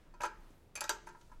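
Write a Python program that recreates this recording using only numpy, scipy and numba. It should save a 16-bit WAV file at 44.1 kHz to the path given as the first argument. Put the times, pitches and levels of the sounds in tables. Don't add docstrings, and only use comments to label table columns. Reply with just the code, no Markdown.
import sys
import numpy as np
from scipy import signal
from scipy.fft import rfft, irfft
from scipy.io import wavfile
from scipy.ndimage import uniform_filter1d
from numba import njit

SR = 44100
rng = np.random.default_rng(int(sys.argv[2]) if len(sys.argv) > 2 else 0)


def output_pcm(signal):
    pcm = np.clip(np.atleast_2d(signal).T, -1, 1) * 32767
    wavfile.write(sys.argv[1], SR, np.round(pcm).astype(np.int16))


def rack_gain(trim_db):
    fader = np.asarray(trim_db, float)
    return 10 ** (fader / 20)


N = 61739

# f/Hz, density/dB per Hz
AIR = [(26, -23), (45, -3), (121, -9), (198, -10.5), (459, -18), (506, -17.5), (770, -22.5), (13900, -47.5),
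       (16500, -42)]
# t/s, level/dB
RUMBLE = [(0.0, -70), (0.112, -56), (0.368, -61.5), (0.4, -51), (0.618, -68.5), (0.828, -66), (0.914, -59),
          (0.992, -63), (1.066, -59), (1.21, -65), (1.362, -54), (1.4, -46)]
# start/s, length/s, level/dB, centre f/Hz
BRUSHES = [
    (-0.18, 0.39, -76.5, 1450),
    (0.194, 0.65, -80, 12000),
    (0.28, 0.37, -69.5, 770),
    (0.975, 0.54, -76.5, 5300),
]
# t/s, level/dB, place (0 bolt end, 1 bracket, 2 seated nut), push/ms
KNOCKS = [(0.062, -65, 0.4, 0.28), (0.203, -39, 0.3, 0.56), (.208, -39.5, 0.58, 0.063),
          (.217, -36, 0.8, 0.32), (.235, -29.5, 0.058, 0.18), (.2495, -31.5, 0.7, 0.16),
          (.311, -47.5, .3, 0.79), (0.605, -71.5, 0.57, .3), (.755, -47.5, 1.9, 0.11),
          (0.764, -64, 1.9, 0.77), (.775, -36, 1.42, 0.78), (0.814, -33, 1.58, 0.11),
          (.841, -37.5, 1.9, 0.083), (0.893, -27.5, 1.01, 0.076), (0.925, -45, 0.5, 0.32),
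          (0.244, -34.5, .3, 0.28), (0.262, -45, .5, 0.24), (0.806, -45.5, 1.8, 0.078),
          (.898, -35, 0.4, 0.32), (.962, -48, .8, 0.38)]
# f/Hz, level/dB from bolt end, from bracket, through seated nut, t60/s
FRAME = [(836, 2.5, 0.5, -6, 0.056), (874, -2.5, -15.5, -6, 0.22), (919, -11, -0.5, -14, 0.18),
         (974, 9.5, 0, -20, 0.1), (1009.7, 1, -6.5, -17, 0.16), (1067, -26, -18, -13, 0.13),
         (1271, 8.5, -18, -0.5, 0.074), (1326, -7, -7, -4, 0.19), (1390, -2.5, -6.5, -2.5, 0.18),
         (1551, -14, -7, -10.5, 0.27), (1628, -10, 7, -14.5, 0.054), (1705, -12, -6.5, -1.5, 0.046),
         (1900, -14, -19, -6, 0.18), (1640.6, -6, -10, -14, 0.29)]
# f/Hz, level/dB from bolt end, from bracket, through seated nut, t60/s
TANK = [(328, -15.5, -23.5, -19.5, 0.25), (345.2, -20.5, -23.5, -27.5, 1.0), (388, -22.5, -20, -27, 0.37),
        (431.5, -31.5, -16.5, -59, 0.51), (508, -8, -14.5, -14.5, 0.067), (591.7, -5, -5, -1, 0.075),
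        (698, -13, -23, -27, 0.083)]
# t/s, level/dB, place (0 near bolt, 1 near wheel), push/ms
TAPS = [
    (1.071, -42, 0.049, 0.33),
    (1.09, -48.5, 0.15, 0.32),
    (1.099, -53.5, 0.54, .2),
    (1.148, -48, 0.52, 0.33),
    (0.139, -48, 0.43, 0.32),
    (1.21, -59, 0.53, 0.34),
    (1.297, -58.5, 0.46, 0.55),
    (1.316, -46, 0.77, 0.52),
    (1.347, -71, 1, 0.37),
]
# f/Hz, level/dB near bolt, near wheel, t60/s
TUBE = [(357.4, -5, -19, 0.21), (606, -9.5, -17, 0.15), (891, 3, -10, 0.15), (954, -2, -6, 0.26),
        (1001, -2.5, 10.5, 0.061), (1298, -7, -3, 0.22), (1390, -1, -8, 0.22), (1572, -5.5, -13, 0.18),
        (1650, 1.5, -3, 0.073), (1800, -2.5, -18, 0.17), (2000, -12, -22, .1), (2500, -5.5, -23, .1)]
# t/s, nut clink/dB, wrench ring/dB, scrape/dB, brightness/dB per octave
CLINKS = [(0.14, -74, -66, -68.5, -3), (0.207, -41, -66, -40.5, -17.5), (0.2175, -54, -53, -41, -0.5),
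          (0.234, -35, -45, -39.5, -9), (.253, -47, -58, -45, -1.5), (.505, -85, -84, -66.5, -1),
          (.754, -30, -40, -41.5, -5.5), (.761, -38, -41, -46, -5.5), (0.7735, -39, -51.5, -43, -8.5),
          (.807, -29, -35.5, -34, -0.5), (.878, -54, -54, -62, -12), (1.07, -56, -69, -52.5, -9),
          (1.089, -57, -62, -54, -5), (1.319, -71, -81, -80, -4), (.258, -45, -53, -67, -6),
          (.263, -37, -63, -61, -14)]
# t/s, bolt clink/dB, wrench ring/dB, scrape/dB, brightness/dB per octave
HOLDS = [
    (0.84, -44, -48, -38.5, -0.5),
    (0.8931, -28.5, -33, -27.5, -0.8),
    (0.905, -52, -41, -47, -5),
    (0.925, -67, -55, -66, -7),
    (1.212, -88, -70, -59.5, -3.5),
]
# f/Hz, level/dB turning, level/dB holding, t60/s
WRENCH = [(2365, -11.5, -34, 0.21), (2511, -4, -10, 0.11), (2820, -15.5, -23, 0.19),
          (3213, -12, -1.5, 0.036), (3820, -19.5, 1.5, 0.052), (4500, -2.5, -24, 0.11),
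          (4690, -3.5, 1, 0.072), (5020, -10, -20, 0.25), (5914, -8.5, 6, 0.057), (6238, 0, -2, 0.075),
          (7210, -6, -1, 0.065), (7470, 0.5, -14, 0.075), (8384, -10, 4, 0.028), (9390, -5, -31, 0.062)]
# f/Hz, level/dB, t60/s
NUT = [(6294, 1, 0.047), (6520, -14, 0.073), (8403, 0, 0.011), (10200, -3, 0.048), (10860, -0.5, 0.025),
       (9440, -11.5, .03), (11450, -4.5, 0.021), (12550, -12, 0.027), (14100, -16, 0.056),
       (15250, -12, 0.029)]
# f/Hz, level/dB, t60/s
BOLT = [(3327, -5, 0.022), (5928, -3, 0.012), (8396, 0.5, 0.032), (9900, -3, 0.028), (11570, -7, .03),
        (12140, -5, 0.026), (13160, -2, 0.021), (14100, -14, .04)]
# start/s, length/s, level/dB, brightness/dB per octave
DRAGS = [
    (0.203, 0.027, -56, -13),
    (0.226, 0.051, -51, 0.5),
    (1.064, 0.032, -65, 3),
    (1.2, 0.028, -79, 9),
]
# t/s, level/dB, f/Hz, t60/s
BUMPS = [
    (.452, -62, 325, .05),
    (0.504, -48, 283, 0.038),
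    (0.515, -53, 126, 0.045),
]

AIR_DB, RUMBLE_HZ, RUMBLE_WIDTH_HZ, RUMBLE_NOISE_DB = -65, 28.15, 10.05, -13.5
PARTNER_DB, PARTNER_DECAY, PLACE_SCATTER_DB = -10.5, 0.88, 1.94
FRAME_SPLIT, FRAME_BUILD_S = 0.017, 0.0015
TOOL_SPLIT, TOOL_BUILD_S = 0.0343, 0.00056
THUD_DB, THUD_HZ, THUD_WIDTH_HZ, THUD_T60_S = -10, 1280, 1120, 0.12
RATTLE_GROWTH, HARD_KNOCK_DB = 0.48, -25.5
ROOM_DB, ROOM_T60_LOW_S, ROOM_T60_HIGH_S, ROOM_SPLIT_HZ, ROOM_GAP_S = -22, 0.53, 0.15, 2300, 0.0044
ROOM_FRAME_DB, ROOM_GRIT_DB, ROOM_THUD_DB = -5.5, 9, 10
SCRAPE_HZ, SCRAPE_WIDTH_HZ, SCRAPE_WIDE_DB, SCRAPE_Q = 4630, 4900, -1.5, 4.2
SCRAPE_T60_S, SHIVER_T60_S, SHIVER_DB, GRAIN_TOP_DB = 0.012, 0.16, -12, 8.5
MIC_TOP_HZ = 14700


def add(out, x, s):
    i = int(s * SR)
    out[i:i + len(x)] += x[:N - i]


def rise(t, build_s):
    return -np.expm1(-t / build_s)


def band(x, hz, width_hz):
    y = signal.lfilter(*signal.iirpeak(hz, hz / max(width_hz, 1), SR), x)
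    return y / np.std(y)


@njit
def decaying(poles, gains, count):
    out = np.zeros(count)
    for k in range(len(poles)):
        z = gains[k]
        audible = int(np.log(abs(z) / 1e-6 + 1) / -np.log(abs(poles[k])))
        for i in range(min(count, audible)):
            out[i] += z.imag
            z *= poles[k]
    return out


def ring(hz, db, t60, split, build_s, count):
    chance = rng.standard_normal((3, len(hz), 3))
    level_chance, pitch_chance, phase_chance = np.moveaxis(chance, 2, 0)
    partner = np.array([[0], [1], [1]])
    db = db + PLACE_SCATTER_DB * level_chance + PARTNER_DB * partner
    detune = 1 + split * pitch_chance * np.maximum(partner, 0.08)
    hz = np.minimum(hz * detune, SR / 2)
    rate = np.log(1000) / (t60 * PARTNER_DECAY ** partner)
    poles = np.exp((2j * np.pi * hz - rate) / SR)
    gains = rack_gain(db) * np.exp(1j * np.pi * phase_chance)
    waves = decaying(poles.ravel(), gains.ravel(), count)
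    return waves * rise(np.arange(count) / SR, build_s) / 2


def strike(rows, modes):
    out = np.zeros(N)
    modes = np.array(modes)
    for s, db, place, push_ms in rows:
        gains_db = np.array([np.interp(place, range(len(m) - 2), m[1:-1]) for m in modes])
        x = ring(modes[:, 0], gains_db + db, modes[:, -1], FRAME_SPLIT, FRAME_BUILD_S, count=20000)
        push = np.exp(-2000 / (max(push_ms, 0.01) * SR))
        add(out, signal.lfilter([1 - push], [1, -push], x), s)
    return out


def air():
    hz = np.maximum(np.arange(N // 2 + 1) * SR / N, 1)
    air_hz, air_db = np.array(AIR).T
    shape = rack_gain(np.interp(np.log(hz), np.log(air_hz), air_db)) * (hz > 40)
    hiss = irfft(rfft(rng.standard_normal(N)) * shape, N)
    drift = uniform_filter1d(rng.standard_normal(N), SR // 8)
    fan_hz = RUMBLE_HZ + RUMBLE_WIDTH_HZ / 2 * drift / np.std(drift)
    rumble = np.sqrt(2) * np.sin(2 * np.pi * np.cumsum(fan_hz) / SR)
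    rumble = rumble + rack_gain(RUMBLE_NOISE_DB) * band(band(rng.standard_normal(N), 38, 34), 38, 34)
    rumble_db = np.interp(np.arange(N) / SR, *np.array(RUMBLE).T)
    return rack_gain(AIR_DB) * hiss / np.std(hiss) + rack_gain(rumble_db) * rumble


def brushes():
    out, t = np.zeros(N), np.arange(N) / SR
    for s, length_s, db, hz in BRUSHES:
        swell = np.sin(np.pi * np.clip((t - s) / length_s, 0, 1)) ** 2
        grain = rng.standard_normal(N) * rack_gain(2.7 * rng.exponential(size=N))
        out += rack_gain(db) * swell * band(grain, hz, hz)
    return out


def frame_knocks():
    return strike(KNOCKS, FRAME + TANK)


def thuds():
    out = np.zeros(N)
    t = np.arange(9000) / SR
    fade = rack_gain(THUD_DB - 60 * t / THUD_T60_S) * rise(t, FRAME_BUILD_S)
    for s, db, _, _ in KNOCKS + TAPS:
        shell = band(rng.standard_normal(len(t)), THUD_HZ, THUD_WIDTH_HZ)
        shell = band(shell, THUD_HZ, 2 * THUD_WIDTH_HZ)
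        add(out, rack_gain(db + RATTLE_GROWTH * (db - HARD_KNOCK_DB)) * fade * shell, s)
    return out


def room(x):
    t = np.arange(SR // 2) / SR
    noise = rng.standard_normal(len(t)) * (t > ROOM_GAP_S)
    low = signal.lfilter(*signal.butter(1, ROOM_SPLIT_HZ, fs=SR), noise)
    tail = low * rack_gain(-60 * t / ROOM_T60_LOW_S) + (noise - low) * rack_gain(-60 * t / ROOM_T60_HIGH_S)
    return rack_gain(ROOM_DB) * signal.fftconvolve(x, tail / np.sqrt(np.sum(tail ** 2)))[:N]


def tube_taps():
    return strike(TAPS, TUBE)


def wrenches():
    out, bars = np.zeros(N), np.array(WRENCH).T
    for holding, rows in enumerate((CLINKS, HOLDS)):
        bar = bars[[0, 1 + holding, 3]]
        nut = np.array((NUT, BOLT)[holding]).T
        for s, nut_db, ring_db, _, bright_db in rows:
            for (hz, mode_db, t60), db in ((nut, nut_db), (bar, ring_db)):
                level_db = mode_db + db + bright_db * np.log2(hz / SCRAPE_HZ)
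                add(out, ring(hz, level_db, t60, TOOL_SPLIT, TOOL_BUILD_S, count=6000), s)
    return out


def grit(count, bright_db, holding=0):
    x = rng.standard_normal(count)
    x = x * rack_gain(np.minimum(3 * rng.exponential(size=count), GRAIN_TOP_DB))
    y = rack_gain(SCRAPE_WIDE_DB) * band(x, SCRAPE_HZ * 2 ** (bright_db / 4), SCRAPE_WIDTH_HZ)
    modes = [(m[0], m[1 + holding]) for m in WRENCH]
    modes += [(m[0], m[1]) for m in (NUT, BOLT)[holding]]
    for k, (hz, db) in enumerate(sorted(modes)):
        gain = (-1) ** k * rack_gain(1.48 * db + bright_db * np.log2(hz / SCRAPE_HZ))
        y = y + gain * band(x, hz, hz / SCRAPE_Q) / 2
    return y / np.std(y)


def scrapes():
    out = np.zeros(N)
    t = np.arange(9000) / SR
    fade = rack_gain(-60 * t / SCRAPE_T60_S) + rack_gain(SHIVER_DB - 60 * t / SHIVER_T60_S)
    fade = fade * rise(t, TOOL_BUILD_S)
    for holding, rows in enumerate((CLINKS, HOLDS)):
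        for s, _, _, db, bright_db in rows:
            add(out, rack_gain(db) * fade * grit(len(t), bright_db, holding), s)
    return out


def drags():
    out = np.zeros(N)
    t = np.arange(9000) / SR
    for s, length_s, db, bright_db in DRAGS:
        swell = np.sin(np.pi * np.clip(t / length_s, 0, 1) ** 0.59).clip(0) ** 1.9
        add(out, rack_gain(db) * swell * grit(len(t), bright_db), s)
    return out


def bumps():
    out = np.zeros(N)
    t = np.arange(6000) / SR
    for s, db, hz, t60 in BUMPS:
        add(out, rack_gain(db - 60 * t / t60) * np.sin(2 * np.pi * hz * t) * rise(t, FRAME_BUILD_S), s)
    return out


def scene():
    tubes = frame_knocks() + tube_taps() + bumps()
    tools, rough, shell = wrenches(), scrapes() + drags(), thuds()
    sent = rack_gain(ROOM_FRAME_DB) * tubes + tools + rack_gain(ROOM_GRIT_DB) * rough + rack_gain(ROOM_THUD_DB) * shell
    metal = tubes + tools + rough + shell + room(sent)
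    heard = signal.lfilter(*signal.butter(2, MIC_TOP_HZ, fs=SR), metal)
    return (heard + brushes() + air())[None]


def low_pass(x):
    return signal.sosfilt(signal.butter(12, 15800, fs=SR, output="sos"), x)


def record(dry):
    return low_pass(dry)


dry = scene()
out = record(dry)
output_pcm(out)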